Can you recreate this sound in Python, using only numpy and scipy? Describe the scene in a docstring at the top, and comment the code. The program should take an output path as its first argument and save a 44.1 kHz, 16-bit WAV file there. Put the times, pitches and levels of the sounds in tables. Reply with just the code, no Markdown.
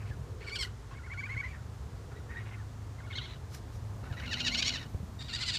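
"""Baby raccoons trill in wire cages on a patio, beside a brick wall.
Each trill is a run of whistled chirps, about 14 a second; between chirps the voice breaks down to a
low dip and climbs back. The harder a cub pushes, the wider its mouth and the more its chirps swell
and turn rough. Under it lie a low outdoor rumble, a machine hum, a few short, bright hisses
and some soft bumps on the hand-held microphone."""
import sys
import numpy as np
from scipy import signal
from scipy.fft import rfft, irfft, next_fast_len
from scipy.io import wavfile
from scipy.ndimage import uniform_filter1d

SR = 44100
rng = np.random.default_rng(int(sys.argv[2]) if len(sys.argv) > 2 else 0)


def output_pcm(signal):
    """Save a mono or channel-first signal as 16-bit PCM at the path in sys.argv[1].

    Samples are clipped to [-1, 1] before scaling.
    """
    pcm = np.clip(np.atleast_2d(signal).T, -1, 1) * 32767
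    wavfile.write(sys.argv[1], SR, np.round(pcm).astype(np.int16))


N = 246078
TIME = np.arange(N) / SR


def from_db(db):
    """Turn decibels into a number to multiply by."""
    return 10 ** (np.asarray(db) / 20)


def mean_db(a, b):
    """The level halfway in power between two levels."""
    return 10 * np.log10((from_db(a) ** 2 + from_db(b) ** 2) / 2)


def rms_one(x):
    """Scale a signal to an average power of one."""
    return x / np.sqrt(np.mean(x ** 2) + 1e-20)


def in_time(rows):
    """Join timed points with straight lines, one curve for each column after the time."""
    times, *columns = np.transpose(rows)
    return [np.interp(TIME, times, column) for column in columns]


def humps(rows):
    """A gain that rises and falls around each (time_s, peak_db, width_s)."""
    return sum(from_db(db) * np.exp(-.5 * ((TIME - s) / width) ** 2) for s, db, width in rows)


def bins(x):
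    """The frequencies in a signal's spectrum."""
    return np.maximum(np.arange(len(x) // 2 + 1) * SR / len(x), 1)


def colour(x, spectrum, extra_db=0):
    """Shape bass and treble with (freq_hz, gain_db) points, then scale to a power of one."""
    hz, db = np.transpose(spectrum)
    gain = from_db(np.interp(np.log(bins(x)), np.log(hz), db) + extra_db)
    return rms_one(irfft(rfft(x) * gain, len(x)))


def noise(spectrum, size=N):
    """Random noise with the given colour."""
    return colour(rng.standard_normal(size), spectrum)


def drift(size, rate):
    """A smooth random wobble that changes about rate times a second."""
    white = rng.standard_normal(next_fast_len(size + SR // 10))
    smooth = irfft(rfft(white) / (1 + (bins(white) / rate) ** 4), len(white))
    return rms_one(smooth)[:size]


def add(track, start, sound):
    """Mix a sound in at its start time."""
    at = max(round(start * SR), 0)
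    track[at:at + len(sound)] += sound[:max(N - at, 0)]


# Colour of the rumble: freq_hz, gain_db
RUMBLE_COLOUR = [(12, -64), (20, -36), (32, -55), (40, -14), (50, -3), (81, 0.5), (102, -6), (118, -4),
                 (136, -6), (166, -20), (209, -42), (300, -27.5), (390, -65), (660, -120)]
# Its brief surges: time_s, peak_db, width_s
SURGES = [(0.14, -46.5, .09), (4.08, -46, 0.033)]
def rumble(steady_db=-44):
    """A deep outdoor rumble that surges twice."""
    return (from_db(steady_db) + humps(SURGES)) * noise(RUMBLE_COLOUR)


# Colour of the rustle: freq_hz, gain_db
RUSTLE_COLOUR = [(100, -0.5), (165, -2.5), (260, -7), (400, -19), (700, -15), (1200, -33), (2500, -41)]
# Its loudness before the trim: time_s, level_db
RUSTLE_LOUDNESS = [(0.0, -54), (0.31, -54), (0.59, -58), (1.06, -67), (1.2, -54.5), (3.59, -55),
                   (4.48, -45), (5.28, -51), (5.58, -50.5)]
def rustle(trim_db=0.5):
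    """A low rustle that comes and goes."""
    return from_db(in_time(RUSTLE_LOUDNESS)[0] + trim_db) * noise(RUSTLE_COLOUR)


# Colour of the far-off noise: freq_hz, gain_db
WASH_COLOUR = [(200, -22), (330, 3.5), (430, 2), (600, 1), (1000, -5), (2500, -41)]
# Its loudness before the trim: time_s, level_db
WASH_LOUDNESS = [(0.0, -57), (0.33, -59.5), (1.2, -61.5), (2.11, -56.5), (2.87, -58.5), (4.57, -52.5),
                 (5.21, -71), (5.58, -76)]
def far_wash(trim_db=-3.5):
    """A soft wash of distant outdoor noise that fades near the end."""
    return from_db(in_time(WASH_LOUDNESS)[0] + trim_db) * noise(WASH_COLOUR)


# Colour of the air noise: freq_hz, gain_db
AIR_COLOUR = [(120, -36), (200, 4), (223, -2.5), (253, -5.5), (338, -7.5), (420, -3), (552, -16),
              (792, -9.5), (1060, -7.5), (1320, -9.5), (1490, -12.5), (1640, -12.5), (2530, -19.5),
              (6970, -22), (15200, -40.5)]
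def air(level_db=-56.3):
    """The faint, steady hiss of the open air."""
    return from_db(level_db) * noise(AIR_COLOUR)


def wavering_tone(pitch_hz, waver=0.0204, throb_db=3.5):
    """A pure tone whose pitch and loudness wander a little."""
    phase = 2 * np.pi * np.cumsum(pitch_hz * (1 + waver * drift(N, rate=7.5))) / SR
    return from_db(throb_db * drift(N, rate=4.6)) * np.sin(phase)


# The machine's hum over time: time_s, pitch_hz, level_db
HUM_CURVE = [(0, 104, -45), (0.7, 101, -46.5), (1.4, 100, -44), (2.1, 105, -48), (3.9, 106, -43.5),
             (5.58, 107, -56)]
def machine_hum():
    """A machine hums on one low, unsteady note."""
    pitch_hz, level_db = in_time(HUM_CURVE)
    return from_db(level_db) * wavering_tone(pitch_hz)


# The drone's one swell: time_s, peak_db, width_s
DRONE_RISE = [(4.5, -47, 0.15)]
def drone(pitch_hz=249, steady_db=-67.5):
    """A higher tone, faint except for one swell."""
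    return (from_db(steady_db) + humps(DRONE_RISE)) * wavering_tone(pitch_hz)


# Two faint swells: time_s, peak_db, width_s
FAR_SWELLS = [(0.42, -53.5, 0.2), (2.1, -58.5, 0.24)]
# Their colour: freq_hz, gain_db
FAR_SWELL_COLOUR = [(250, -30), (340, -3), (420, 4.5), (500, 2), (620, -23), (900, -59)]
def far_swells():
    """Something far off grows and fades with a fairly low sound."""
    return humps(FAR_SWELLS) * noise(FAR_SWELL_COLOUR)


# Bumps on the microphone: start_s, level_db, pitch_hz
MIC_BUMPS = [(0.105, -29, 120), (0.192, -31.5, 115), (1.366, -26.5, 92), (4.11, -23.5, 79),
             (4.86, -31.5, 98), (4.9464, -17.5, 85), (5.003, -31, 101), (5.0301, -30.5, 180)]
def bumps(decay_s=0.0087, tap_db=-17, tap_hz=420, tap_s=0.0024):
    """A knock on the microphone's case gives a brief tap and a low thud that dies quickly."""
    out, t = np.zeros(N), TIME[:SR // 10]
    tap = from_db(tap_db) * np.sin(2 * np.pi * tap_hz * t) * np.exp(-t / tap_s)
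    for start, level_db, pitch_hz in MIC_BUMPS:
        thud = np.sin(2 * np.pi * pitch_hz * t) * np.exp(-t / decay_s)
        add(out, start, from_db(level_db) * (thud + tap))
    return out


# Echoes off the ground, cage plate and wall: delay_s, gain_db
NEAR_ECHOES = [(0.0023, -34), (0.0061, -17.5), (0.0099, -14.5)]
# Colour of the cage's ringing: freq_hz, gain_db
RING_COLOUR = [(1000, 9), (2500, 6.5), (3400, 10), (3900, 13.5), (4500, -14), (7000, 11), (14000, -41)]
def patio(x, ring_db=-19, ring_s=0.22):
    """Sound bounces off nearby surfaces and leaves the cage ringing faintly."""
    t = TIME[:SR // 2]
    ring = noise(RING_COLOUR, len(t)) * from_db(-60 * t / ring_s)
    response = from_db(ring_db) * rms_one(ring) / np.sqrt(len(t))
    response[0] = 1  # the sound that arrives directly
    for delay, db in NEAR_ECHOES:
        response[round(delay * SR)] += from_db(db)
    return signal.fftconvolve(x, response)[:N]


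# Short hisses: time_s, peak_db, width_s
SHORT_HISSES = [(0.136, -63, 0.0036), (0.564, -51, 0.0032), (0.635, -51.5, 0.024), (3.548, -48, 0.0032),
                (3.551, -54.5, 0.025), (3.752, -61.5, 0.02), (4.215, -62, 0.0052)]
# Their colour: freq_hz, gain_db
HISS_COLOUR = [(600, -24), (1200, 8.5), (3000, 0), (5500, 6.5), (8000, -3.5), (12000, -4), (15000, -13)]
def short_hisses():
    """Short, bright hisses: the breathy edge of a cub's squeal, and light scrapes."""
    return humps(SHORT_HISSES) * noise(HISS_COLOUR)


def note_clock(length, fade_s=0.008):
    """Time within a note, and soft edges that overlap its neighbours."""
    t = np.arange(int((max(length, fade_s) + fade_s) * SR)) / SR - fade_s / 2
    edge = np.clip(np.minimum(t - t[0], t[-1] - t) / fade_s, 0, 1)
    return t, np.sin(edge * np.pi / 2)


def low_level(level_db, chirp_db, follows=0.52, usual_chirp_db=-45):
    """The voice's low parts change less in loudness than its chirps do."""
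    return level_db + follows * (chirp_db - usual_chirp_db)


# Voice settings from gentle to harsh (doubling is how much every second vibration differs):
# overtone_db, doubling_0_to_1, swell_db, chirp_mouth_hz, dip_mouth_hz, dip_rasp_0_to_1
EFFORT_STEPS = [(-60, .4, -4.5, 2700, 3000, 0.4), (-59, 0.5, -6, 3800, 2700, 0.7),
                (-42.5, 0.28, -2, 4300, 2370, 0.52), (-37.5, 1, 3, 4280, 3080, 0.63)]
def effort(overtone_db):
    """Look up the voice's settings; louder overtones mean the cub is pushing harder."""
    levels, *settings = np.transpose(EFFORT_STEPS)
    return [np.interp(overtone_db, levels, setting) for setting in settings]


# Colour of the throat, changing between trills: start_s, list of (freq_hz, gain_db)
THROAT_COLOURS = [ (0.0, [(1500, -25), (2500, -3), (3050, -0.5), (3600, -7.5), (4350, 2.5), (4700, -2),
                  (5330, -1), (6700, -18), (7700, -4), (8400, -9), (11000, -22), (14500, -25)]),
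                  (0.8, [(1500, -1), (2700, 0), (3400, -10), (4500, -8.5), (5600, -11), (7000, -8.5),
                  (8000, -21), (10000, -20), (14500, -48)]), (2.0, [(1500, -22), (2550, -4), (2950, -1.5),
                  (3500, 4), (3850, 7), (4300, -6), (4900, -12), (6400, -15.5), (9000, -34), (14500, -45)]),
                  (4.0, [(1500, -9), (2200, -2.5), (2600, 3.5), (2900, 2.5), (3320, -10), (3850, 3),
                  (4640, -4.5), (5050, -8.5), (5540, -4), (6170, -10.5), (6850, -8), (7500, -18.5),
                  (9500, -26), (14500, -38)]), (5.1, [(1500, -10), (2400, 1.5), (2810, -5), (3190, -4),
                  (3720, 2.5), (4050, -1.5), (4680, 2.5), (5030, -4), (5450, -13.5), (6000, -11),
                  (6500, -12.5), (7400, -6.5), (9600, -22.5), (14500, -37)]), ]
def voice(start, pitch, tone_db, overtone_db, mouth_hz, rasp, doubling,
          undertone_db=-90, mouth_octaves=0.52, mouth_depth_db=5):
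    """Vocal folds make a tone, throat and mouth shape its overtones, and rasp adds shake and hiss."""
    waver, jitter_radians, hiss, tremble_db = 0.015, 0.36, 0.75, 2.5
    size, rasp = len(pitch), np.clip(rasp, 0, 1)
    phase = 2 * np.pi * np.cumsum(pitch * (1 + waver * drift(size, rate=170))) / SR
    phase = phase + jitter_radians * rasp * drift(size, rate=720)
    # in a very hoarse note even the main tone turns to noise
    hoarse = rms_one(1 - rasp ** 3 + rasp ** 3 * drift(size, rate=790))
    # when every second vibration differs, tones appear an octave down and between the overtones
    undertone = from_db(undertone_db) * rms_one(np.sin(phase / 2))
    tone = from_db(tone_db) * rms_one(np.sin(phase)) + undertone
    whole = sum(np.sin(k * phase + rng.uniform(0, 2 * np.pi)) for k in range(2, 7))
    between = sum(np.sin((k - .5) * phase + rng.uniform(0, 2 * np.pi)) for k in range(2, 7))
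    breath = rng.standard_normal(size) * (1 + .5 * np.sin(phase))
    source = rms_one(whole + doubling * between) * (1 - rasp ** 2) + hiss * rasp ** 2 * breath
    throat = [points for since, points in THROAT_COLOURS if since <= max(start, 0)][-1]
    octaves_away = np.log2(bins(source) / mouth_hz)
    mouth_db = -mouth_depth_db * np.log10(1 + (octaves_away / mouth_octaves) ** 4)
    overtones = colour(source, throat, mouth_db)
    # steady lung pressure holds the loudness even, however rough the voice
    overtones = overtones / np.sqrt(uniform_filter1d(overtones ** 2, size=130) + 1e-9)
    tremble = rms_one(from_db(tremble_db * drift(size, rate=117)))
    return tremble * (hoarse * tone + from_db(overtone_db) * overtones)


# The cubs' chirps, from faint whimpers to harsh trills (the accent is for the dip that follows):
# start_s, end_s, pitch_hz, glide_octaves, tone_db, overtone_db, rasp_0_to_1, accent_db
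CUB_CHIRPS = [ (0.004, 0.034, 2150, -0.22, -58, -82, 1, -11), (0.056, 0.108, 2150, 0, -59.5, -65, .9, -2),
              (0.112, 0.126, 1680, -0.27, -50, -77, .15, -18),
              (0.407, 0.439, 2170, 0.24, -53.5, -64, 0.76, 0),
              (0.468, 0.496, 2230, -0.12, -44, -50, 0.66, 5), (0.517, 0.556, 2320, 0.14, -42, -47, .2, 6),
              (0.588, 0.626, 2150, -0.13, -41, -37, 0.4, 8.5),
              (0.65, 0.659, 1950, -.2, -41.5, -52, .3, -14),
              (0.907, 0.941, 1080, 0.066, -53, -62.5, 0.85, 5), (0.953, 0.985, 2150, .15, -57, -79, 0.6, 6),
              (1.035, 1.067, 2110, 0.18, -52.5, -84, .25, 9), (1.101, 1.136, 2180, 0.27, -45, -69, 0.4, 11),
              (1.176, 1.207, 2220, 0.13, -41, -60, 0.2, 10), (1.227, 1.264, 2220, 0.23, -42, -63, 0.3, 8),
              (1.29, 1.347, 2130, 0.23, -41.5, -63, 0.47, 3),
              (1.366, 1.412, 2170, .15, -37.5, -60.5, 0.35, 3),
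              (1.434, 1.475, 2020, 0.078, -40.5, -63, 0.45, 0),
              (1.478, 1.527, 2310, -0.081, -55, -64, 0.68, 0),
              (1.53, 1.577, 1720, -0.38, -54.5, -71, .8, -7),
              (2.114, 2.131, 1390, -0.27, -53, -71, 0.84, -12),
              (2.157, 2.19, 1920, 0.016, -59, -69, 0.66, -7),
              (2.292, 2.346, 1850, 0.074, -50.5, -74, 0.69, 3),
              (2.361, 2.393, 1880, 0.071, -43, -64, 0.52, 0),
              (2.393, 2.426, 2130, -.12, -54.5, -70, 0.8, -7),
              (2.453, 2.496, 2080, -0.23, -56.5, -68, 1, -13),
              (2.512, 2.56, 2070, 0.008, -52.5, -80, 0.76, -6),
              (2.585, 2.614, 1800, -.2, -56.5, -76, 0.65, -6), (2.985, 3.001, 2020, -.2, -55, -70, .25, 8),
              (3.037, 3.064, 2180, 0.056, -59.5, -84, .3, -3),
              (3.103, 3.129, 2150, -0.022, -47, -58.5, 0.63, 4),
              (3.154, 3.18, 2100, 0.17, -45, -43, .45, 16),
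              (3.21, 3.257, 2080, 0.19, -51.5, -49.5, 0.68, 9.5),
              (3.279, 3.347, 2000, -0.078, -57, -54.5, 0.83, -8),
              (4.034, 4.078, 1450, 0.14, -53, -63, 0.87, -13),
              (4.099, 4.126, 1680, -0.38, -55.5, -65, 0.4, 8),
              (4.17, 4.197, 1930, 0.061, -47, -55, 0.7, 12), (4.219, 4.26, 2030, 0.22, -46, -58, 0.81, -2),
              (4.31, 4.335, 1820, -0.34, -40.5, -37.5, .35, 11.5),
              (4.364, 4.401, 2060, 0.27, -44, -44, 0.72, 7.5),
              (4.444, 4.478, 1860, -0.25, -42.5, -33, 0.62, 10),
              (4.511, 4.546, 2170, 0.21, -41, -41, 0.4, 10.5),
              (4.57, 4.606, 2186, 0.22, -40.5, -33, 0.65, 0),
              (4.603, 4.624, 2440, -.04, -41.5, -47.5, 0.1, 10),
              (4.643, 4.694, 2170, 0.22, -42, -33, 0.67, 5),
              (4.723, 4.769, 1950, -0.4, -44.5, -39, 0.68, 4.5),
              (4.788, 4.843, 1870, -0.36, -52, -51.5, 0.78, -6),
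              (5.191, 5.214, 1830, -0.024, -60, -50.5, .1, 0),
              (5.208, 5.23, 1870, -0.1, -55.5, -45.5, 0.86, 1),
              (5.237, 5.284, 1900, 0.087, -63, -54, 0.7, -1),
              (5.328, 5.361, 1850, 0.088, -45, -36.5, 0.53, 1.5),
              (5.398, 5.423, 2020, 0.076, -41.5, -39, 0.66, 5.5),
              (5.464, 5.5, 2000, -0.09, -41.5, -34, 0.62, 4),
              (5.529, 5.56, 1820, -0.17, -49.5, -35, 0.73, 5.5)]
def chirps(onset_db=-4, onset_s=0.0084, arch_octaves=0.064, undertone_db=-60.5):
    """High whistled notes ease in and glide along a shallow arch; hard-pushed ones swell as they go."""
    out = np.zeros(N)
    for start, end, pitch_hz, glide, tone_db, overtone_db, rasp, _ in CUB_CHIRPS:
        doubling, swell_db, mouth_hz, _, _ = effort(overtone_db)
        t, edges = note_clock(end - start)
        along = np.linspace(0, 1, len(t))
        arch = np.sin(np.pi * along) - 2 / np.pi
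        pitch = pitch_hz * 2 ** (glide * (along - .5) + arch_octaves * arch)
        ease_db = onset_db * np.exp(-np.maximum(t, 0) / onset_s)
        push = rms_one(from_db(swell_db * along + ease_db))
        note = voice(start, pitch, tone_db, overtone_db, mouth_hz, rasp, doubling,
                     low_level(undertone_db, tone_db))
        add(out, start + t[0], edges * push * note)
    return out


def dips(low_hz=1366, low_db=-53.5, fall_s=0.00675, climb_s=0.0048, accent_s=0.013, sag_db=-2):
    """After a chirp the voice breaks down to a low note, sags a little and starts to climb back."""
    shortest_gap_s, longest_gap_s, release_s = .008, .058, .022
    out = np.zeros(N)
    for chirp, following in zip(CUB_CHIRPS, CUB_CHIRPS[1:] + CUB_CHIRPS[-1:]):
        _, start, _, _, tone_db, overtone_db, _, accent_db = chirp  # starts where the chirp ends
        next_start, _, _, _, next_tone_db, next_overtone_db, _, _ = following
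        length = next_start - start
        if following is chirp or length > longest_gap_s:
            length = release_s  # only a short dip before a pause
        elif length < shortest_gap_s:
            continue
        else:
            tone_db = mean_db(tone_db, next_tone_db)
            overtone_db = mean_db(overtone_db, next_overtone_db)
        _, _, _, mouth_hz, rasp = effort(overtone_db)
        t, edges = note_clock(length)
        since = np.maximum(t, 0)
        fall = 0.34 * np.exp(-since / fall_s)
        climb = 0.107 * np.exp(np.minimum(t - length, 0) / climb_s)
        pitch = low_hz * (1 + fall + climb)
        break_db = accent_db * np.exp(-(since / accent_s) ** 4) + sag_db * since / length
        tone_db = low_level(low_db, tone_db) + 0.6 * break_db
        overtone_db = overtone_db - 3 + break_db
        # the half-closed mouth lets a narrower band of overtones through
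        note = voice(start, pitch, tone_db, overtone_db, mouth_hz, rasp,
                     doubling=0.2, mouth_octaves=0.57, mouth_depth_db=6.5)
        add(out, start + t[0], edges * note)
    return out


def scene():
    """The cubs in their cages over the outdoor background."""
    cubs = patio(chirps() + dips() + short_hisses())
    background = rumble() + rustle() + far_wash() + air() + machine_hum() + drone() + far_swells()
    return (cubs + background + bumps())[None]


def record(dry, low_cut_hz=41, high_cut_hz=15150):
    """The small microphone drops the deepest bass; the highest treble is cut steeply."""
    bass_cut = signal.butter(2, low_cut_hz, "high", fs=SR, output="sos")
    treble_cut = signal.ellip(10, .1, 70, high_cut_hz, fs=SR, output="sos")
    return signal.sosfilt(treble_cut, signal.sosfilt(bass_cut, dry))


dry = scene()
out = record(dry)
output_pcm(out)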